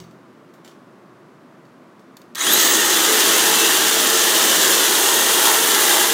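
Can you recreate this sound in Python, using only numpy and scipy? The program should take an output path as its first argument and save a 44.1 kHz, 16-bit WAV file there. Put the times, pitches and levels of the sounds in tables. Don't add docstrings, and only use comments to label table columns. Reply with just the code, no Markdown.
import sys
import numpy as np
from scipy import signal
from scipy.fft import rfft, irfft
from scipy.io import wavfile
from scipy.ndimage import uniform_filter1d, map_coordinates

SR = 44100
rng = np.random.default_rng(int(sys.argv[2]) if len(sys.argv) > 2 else 0)


def dump_mix(stems):
    frames = np.atleast_2d(stems).T
    limited = np.clip(frames, -1, 1)
    pcm = np.round(limited * 32767).astype(np.int16)
    wavfile.write(sys.argv[1], SR, pcm)


N = 270333
TIME = np.arange(N) / SR
START_S, FULL_SPEED_HZ = 2.3442, 449.4


def from_db(db):
    return 10 ** (np.asarray(db) / 20)


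def rms_one(x):
    return x / np.sqrt(np.mean(x ** 2) + 1e-20)


def in_time(rows):
    times, values = np.transpose(rows)
    return np.interp(TIME, times, values)


def bell(s, half_s):
    return np.exp(-((TIME - s) / half_s) ** 2 / 2)


def drift(rate):
    knots = rng.standard_normal(4096)
    coarse = TIME[::24]
    smooth = map_coordinates(knots, [coarse * rate], order=3, mode="wrap")
    return np.interp(TIME, coarse, rms_one(smooth))


def coloured(x, spectrum):
    size = 8192
    hz, db = np.transpose(spectrum)
    bins_hz = np.arange(size // 2 + 1) * SR / size
    gain = rms_one(from_db(np.interp(np.log(bins_hz + 1), np.log(hz), db)))
    cepstrum = irfft(np.log(gain))
    cepstrum[1:size // 2] *= 2
    cepstrum[size // 2 + 1:] = 0
    response = irfft(np.exp(rfft(cepstrum)))
    return signal.oaconvolve(x, response)[:N]


def resonance(x, hz, width_hz):
    r = np.exp(-np.pi * width_hz / SR)
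    zeros = np.array([1, 0, -1]) * (1 - r * r) / 2
    poles = [1, -2 * r * np.cos(2 * np.pi * hz / SR), r * r]
    return signal.lfilter(zeros, poles, x)


def modes(x, rows):
    total = 0
    for hz, width, db in rows:
        ring = resonance(resonance(x, hz, width), hz, width * 2)
        total = total + from_db(db) * rms_one(ring)
    return rms_one(total)


def room(x):
    t60_s, treble_share = 0.4, 0.58
    t = TIME[:SR]
    white = rng.standard_normal(SR)
    dull = signal.sosfilt(signal.butter(1, 5000, fs=SR, output="sos"), white)
    low_tail = dull * from_db(-60 * t / t60_s)
    high_tail = (white - dull) * from_db(-60 * t / (treble_share * t60_s))
    tail = (low_tail + high_tail) * (t > .004)
    return signal.fftconvolve(x, tail / np.linalg.norm(tail))[:N]


def ambience(level_db, hum_db, hum_hz, hum_width_hz):
    # (frequency [Hz], relative density [dB per Hz])
    rush_spectrum = [(15, -50), (25, -31), (33, -40), (70, -26), (89, -28.5), (120, -4.5), (263, 1.5),
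                     (293, -2), (326, -0.5), (476, -7.5), (624, -6), (796, -12.5), (1100, -8),
                     (2760, -25.5), (16000, -44.5)]
    rush = rms_one(coloured(rng.standard_normal(N), rush_spectrum))
    drone = rms_one(resonance(rng.standard_normal(N), hum_hz, hum_width_hz))
    return from_db(level_db) * rush + from_db(hum_db) * drone


def table():
    # (frequency [Hz], initial level [dB], t60 [s])
    table_modes = [(85, -52, 0.43), (125, -41.5, 0.41), (167.5, -37, .45), (371, -36, 0.2)]
    swell = 1 - np.exp(-TIME / 0.0036)
    boom = 0
    for hz, db, t60 in table_modes:
        boom = boom + from_db(db - 60 * TIME / t60) * np.sin(2 * np.pi * hz * TIME)
    return swell * boom


def knocks(rows, t60, wet):
    # (frequency [Hz], relative density [dB per Hz])
    crack_spectrum = [(150, -22), (600, -6), (1300, -2), (2400, -5), (3500, -2), (5000, -5), (6500, -3),
                      (9000, -7), (12000, -5), (16000, 0.5)]
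    # (frequency [Hz], width [Hz], gain [dB], raised 0.5 dB below)
    shell_modes = [(2280, 350, -18), (3500, 200, -2), (3900, 130, 4), (4520, 150, 7), (5440, 300, -4),
                   (7200, 300, -5), (7700, 250, -5)]
    direct = np.zeros(N)
    age = TIME[:SR // 5]
    for s, db, bright_hz in rows:
        crack = rng.standard_normal(len(age)) * from_db(db - 60 * age / t60)
        softened = signal.lfilter(*signal.butter(1, bright_hz, fs=SR), crack)
        direct[round(s * SR) + np.arange(len(age))] += softened
    ringing = sum(from_db(db + 0.5) * resonance(direct, hz, width) for hz, width, db in shell_modes)
    return coloured(direct + wet * room(direct), crack_spectrum) + ringing


def handling():
    # (time [s], crack level before filtering [dB], contact brightness [Hz])
    hand_knocks = [(0.001, -32, 4000), (0.04, -42, 3500), (0.11, -51, 9000), (0.5382, -48, 13000),
                   (0.6472, -33.5, 4500), (0.659, -41, 4000), (0.677, -35, 4000), (0.695, -47, 4000),
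                   (0.712, -47, 4000), (1.6526, -50, 4000), (1.9944, -49, 5000)]
    # (time [s], crack level before filtering [dB], contact brightness [Hz])
    switch_clicks = [(2.1687, -34.5, 12000), (2.2164, -36.5, 4500), (2.349, -27.5, 14000),
                     (2.354, -19.2, 14000)]
    return knocks(hand_knocks, t60=.026, wet=1.15) + knocks(switch_clicks, t60=0.023, wet=0.51)


def motor_speed():
    spin_up_s, creep_s, creep_share = .1045, .308, .339
    age = np.maximum(TIME - START_S, 0)
    gap = (1 - creep_share) * np.exp(-age / spin_up_s) + creep_share * np.exp(-age / creep_s)
    return FULL_SPEED_HZ * (1 - gap) + 1e-3


def torque(speed):
    return np.clip(1 - speed / FULL_SPEED_HZ, 0, 1)


def growth(speed, knee, power):
    return 20 * power * np.log10(np.minimum(speed / knee, 1))


def contacts(speed, stroke, per_turn, spread_db, throb, rub):
    push = np.maximum(1 + throb * np.cos(stroke), 0)
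    born = rng.random(N) < per_turn * speed * push / SR
    sizes = from_db(spread_db * np.minimum(rng.exponential(1, N), 3)) * rng.choice([-1, 1], N)
    rubbing = rms_one(rng.standard_normal(N) * np.sqrt(push * speed))
    return rms_one(born * sizes) + rub * rubbing


def part(force, spectrum, level_db):
    sound = coloured(force, spectrum)
    power = np.abs(uniform_filter1d(sound ** 2, size=6000))
    even = sound / np.sqrt(power + 1e-4)
    return from_db(level_db + 0.46 * drift(40)) * even


def fan_rush(speed, roll):
    # (frequency [Hz], relative density [dB per Hz])
    fan_spectrum = [(30, -41), (85, -60), (125, -34), (175, -12.5), (230, -6.5), (290, -4.5), (340, 3.5),
                    (400, 0.5), (470, -5.5), (540, -6), (700, -24), (1500, -70)]
    # (time [s], gain [dB])
    fan_swells = [(2.55, 1.2), (2.72, 2.5), (3.3, 2), (3.68, 1), (4.42, 1), (4.72, 1.6)]
    gain_db = -1.8 * roll + sum(db * bell(s, .055) for s, db in fan_swells)
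    rush = part(rng.standard_normal(N), fan_spectrum, level_db=-10.6)
    return rush * from_db(growth(speed, knee=285, power=2.8) + gain_db)


def housing_boom(gear, speed, roll):
    # (frequency [Hz], relative density [dB per Hz])
    housing_spectrum = [(250, -48), (500, -11.5), (620, -0.5), (730, -3), (830, 2), (1100, -1), (1300, -15),
                        (2500, -68.5)]
    # (time [s], gain [dB])
    housing_swells = [(3.5, 1.5), (4.35, 2), (5.08, 3), (5.5, 4.5), (5.99, 4)]
    gain_db = 3.2 * roll + sum(db * bell(s, .055) for s, db in housing_swells)
    boom = part(gear, housing_spectrum, level_db=-13.4)
    return boom * from_db(growth(speed, knee=360, power=1.56) + gain_db)


def gear_rattle(gear, speed):
    # (frequency [Hz], relative density [dB per Hz])
    gearbox_spectrum = [(600, -45), (1020, -17.5), (1200, -1.5), (1350, 0), (1550, 2), (1800, 3),
                        (1980, 1.5), (2150, -3), (2400, -6), (2800, -20), (5000, -45)]
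    # (time [s], gain [dB])
    midrange = [(2.7, 0), (3.25, 0.3), (4.35, -1), (4.6, 0), (5.15, -1.2), (5.5, 0.2), (5.95, 0.7)]
    rattle = part(gear, gearbox_spectrum, level_db=-8)
    return rattle * from_db(growth(speed, knee=330, power=1.0) + in_time(midrange))


def gear_strain(gear, speed):
    # (frequency [Hz], width of the first resonance [Hz], relative level [dB])
    case_modes = [(1330, 200, 0), (1800, 85, -15), (3320, 150, -0.5), (3870, 200, 5), (6300, 400, 2),
                  (9050, 400, -1)]
    take_up = np.clip((TIME - START_S) / 0.07, 0, 1)
    return from_db(-17.5) * take_up * torque(speed) ** 1.15 * modes(gear, case_modes)


def blade_chatter(blades, speed, roll):
    # (frequency [Hz], relative density [dB per Hz])
    clatter_spectrum = [(1500, -69), (2300, -13), (2600, -6.5), (2900, 0), (3450, .5), (3950, -2.5),
                        (4400, -4.5), (5500, -5), (5950, -2), (6750, -2), (7150, -3.5), (7600, -2.5),
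                        (8100, -10), (9500, -33.5)]
    # (frequency [Hz], relative density [dB per Hz])
    hiss_spectrum = [(6500, -43), (8100, -9), (8700, -1), (9800, -1), (10700, -5), (11500, -3.5),
                     (12500, -6), (13200, -2), (13900, -9.5), (14900, -0.5), (15800, -15), (20000, -40)]
    clatter = part(blades, clatter_spectrum, level_db=-1.7)
    clatter = clatter * from_db(growth(speed, knee=353, power=1.63) - 0.3 * roll)
    hiss = part(blades, hiss_spectrum, level_db=-6.8)
    return clatter + hiss * from_db(growth(speed, knee=320, power=1.9) + 3.5 * roll)


def blade_singing(blades):
    # (frequency [Hz], width of the first resonance [Hz], relative level [dB])
    blade_modes = [(1860, 104, 1), (4120, 140, -11), (6430, 450, 0), (7540, 210, 1)]
    # (start of the hold [s], held level [dB], hold [s])
    spells = [(2.54, -24, .19), (5.1, -30, .04)]
    rise_db_per_s, fall_db_per_s = 110, 53
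    gain = 0
    for s, db, hold in spells:
        before, after = np.maximum(s - TIME, 0), np.maximum(TIME - s - hold, 0)
        gain = gain + from_db(db - rise_db_per_s * before - fall_db_per_s * after)
    return gain * modes(blades, blade_modes)


def machinery(speed, turns):
    # (time [s], gain [dB])
    loudness = [(2.62, -16), (2.81, -17), (3.16, -15.5), (3.75, -15.5), (3.83, -16.5), (4.74, -15),
                (4.79, -16), (5.37, -16.5), (5.49, -14.5), (5.58, -17.5), (5.93, -15), (6.12, -18.5)]
    # (time [s], share of the full roll [0-1])
    roll_curve = [(2.8, 0.26), (3.3, 0.4), (4.1, 0.28), (4.85, 0.43), (5.35, 0.87), (6.1, 0.83)]
    roll = in_time(roll_curve)
    stroke = 2 * np.pi * turns / 6.6
    gear = contacts(speed, stroke, per_turn=3.0, spread_db=2.3, throb=.22, rub=1.1)
    gear = gear + 0.3 * room(gear)
    blades = contacts(speed, stroke, per_turn=6.0, spread_db=3.0, throb=.11, rub=1.46)
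    blades = blades * from_db(0.41 * drift(60))
    running = fan_rush(speed, roll) + housing_boom(gear, speed, roll) + gear_rattle(gear, speed)
    running = running + blade_chatter(blades, speed, roll)
    return from_db(in_time(loudness)) * running + blade_singing(blades) + gear_strain(gear, speed)


def table_echo(x, delay_s, sway, strength):
    lag = delay_s * SR * (1 + sway * drift(2))
    echo = map_coordinates(x, [np.arange(N) - lag], order=1)
    return (x + strength * echo) / np.sqrt(1 + strength ** 2)


def motor_tones(speed, turns, waver_db):
    # (time [s], level before wavering and growth [dB])
    hum_curve = [(2.9, -35), (3.3, -32.5), (4.4, -35), (4.8, -39), (5.2, -35.5), (5.8, -32.5),
                 (6.13, -33.5)]
    shaft_orders = [3, 6, 12.15]
    # (time [s], level before wavering and growth [dB])
    flare_lists = [
        [(3.1, -44), (4.1, -41), (5.65, -36.5)],
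        [(3.55, -36), (4.3, -40), (5.4, -41)],
        [(4.55, -40)],
    ]
    shaft = 2 * np.pi * turns
    hum_db = in_time(hum_curve) + waver_db * drift(14) + growth(speed, knee=431, power=3.9)
    hum = from_db(hum_db) * np.sin(shaft)
    upper = 0
    for order, flares in zip(shaft_orders, flare_lists):
        gain = from_db(-51) + sum(from_db(db) * bell(s, .22) for s, db in flares)
        upper = upper + gain * from_db(waver_db * drift(14)) * np.sin(order * shaft)
    return np.sqrt(2) * (hum + upper * from_db(growth(speed, knee=400, power=3)))


def whine(speed, turns, rough_db, echo, fade_torque):
    # (frequency [Hz], width [Hz], peak level before roughness, load and growth [dB])
    motor_modes = [(3270, 240, -24.5), (3820, 340, -23), (6700, 500, -27.5), (9200, 800, -26),
                   (11350, 350, -27.5), (12750, 520, -17.5), (14700, 350, -24.5), (15600, 250, -25)]
    slots, bars = 12, 40
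    shaken = 2 * np.pi * turns + .012 * drift(370)
    tones = 0
    for order, flutter in ((slots, .5 * drift(300)), (bars, 0)):
        power = 0
        for hz, width, db in motor_modes:
            detuning = 2 * (order * speed - hz) / width
            power = power + from_db(db) ** 2 / (1 + detuning ** 2)
        rough = from_db(rough_db * drift(160))
        tones = tones + np.sqrt(2 * power) * rough * np.sin(order * shaken + flutter)
    load = np.minimum(torque(speed) / fade_torque, 1) ** 2
    tones = tones * load * from_db(growth(speed, knee=175, power=4.5))
    return tones + echo * room(tones)


def trimmer():
    speed = motor_speed() * (1 + 0.00122 * drift(25))
    turns = np.cumsum(speed) / SR
    switched_on = np.clip((TIME - 2.352) / .012, 0, 1)
    roar = table_echo(machinery(speed, turns), delay_s=.0018, sway=0.213, strength=0.17)
    tones = motor_tones(speed, turns, waver_db=3.2)
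    return switched_on * (roar + tones + whine(speed, turns, rough_db=4.3, echo=0.4, fade_torque=.12))


def scene():
    background = ambience(level_db=-47.5, hum_db=-57, hum_hz=344, hum_width_hz=40)
    mono = background + table() + handling() + trimmer()
    return np.array([mono, mono])


def record(dry):
    top, bass_cut_hz, treble_cut_hz = 1.15, 40, 15850
    rounded = top * np.tanh(dry / top)
    no_bass = signal.sosfilt(signal.butter(2, bass_cut_hz, "high", fs=SR, output="sos"), rounded)
    return signal.sosfilt(signal.ellip(14, .1, 90, treble_cut_hz, fs=SR, output="sos"), no_bass)


dry = scene()
out = record(dry)
dump_mix(out)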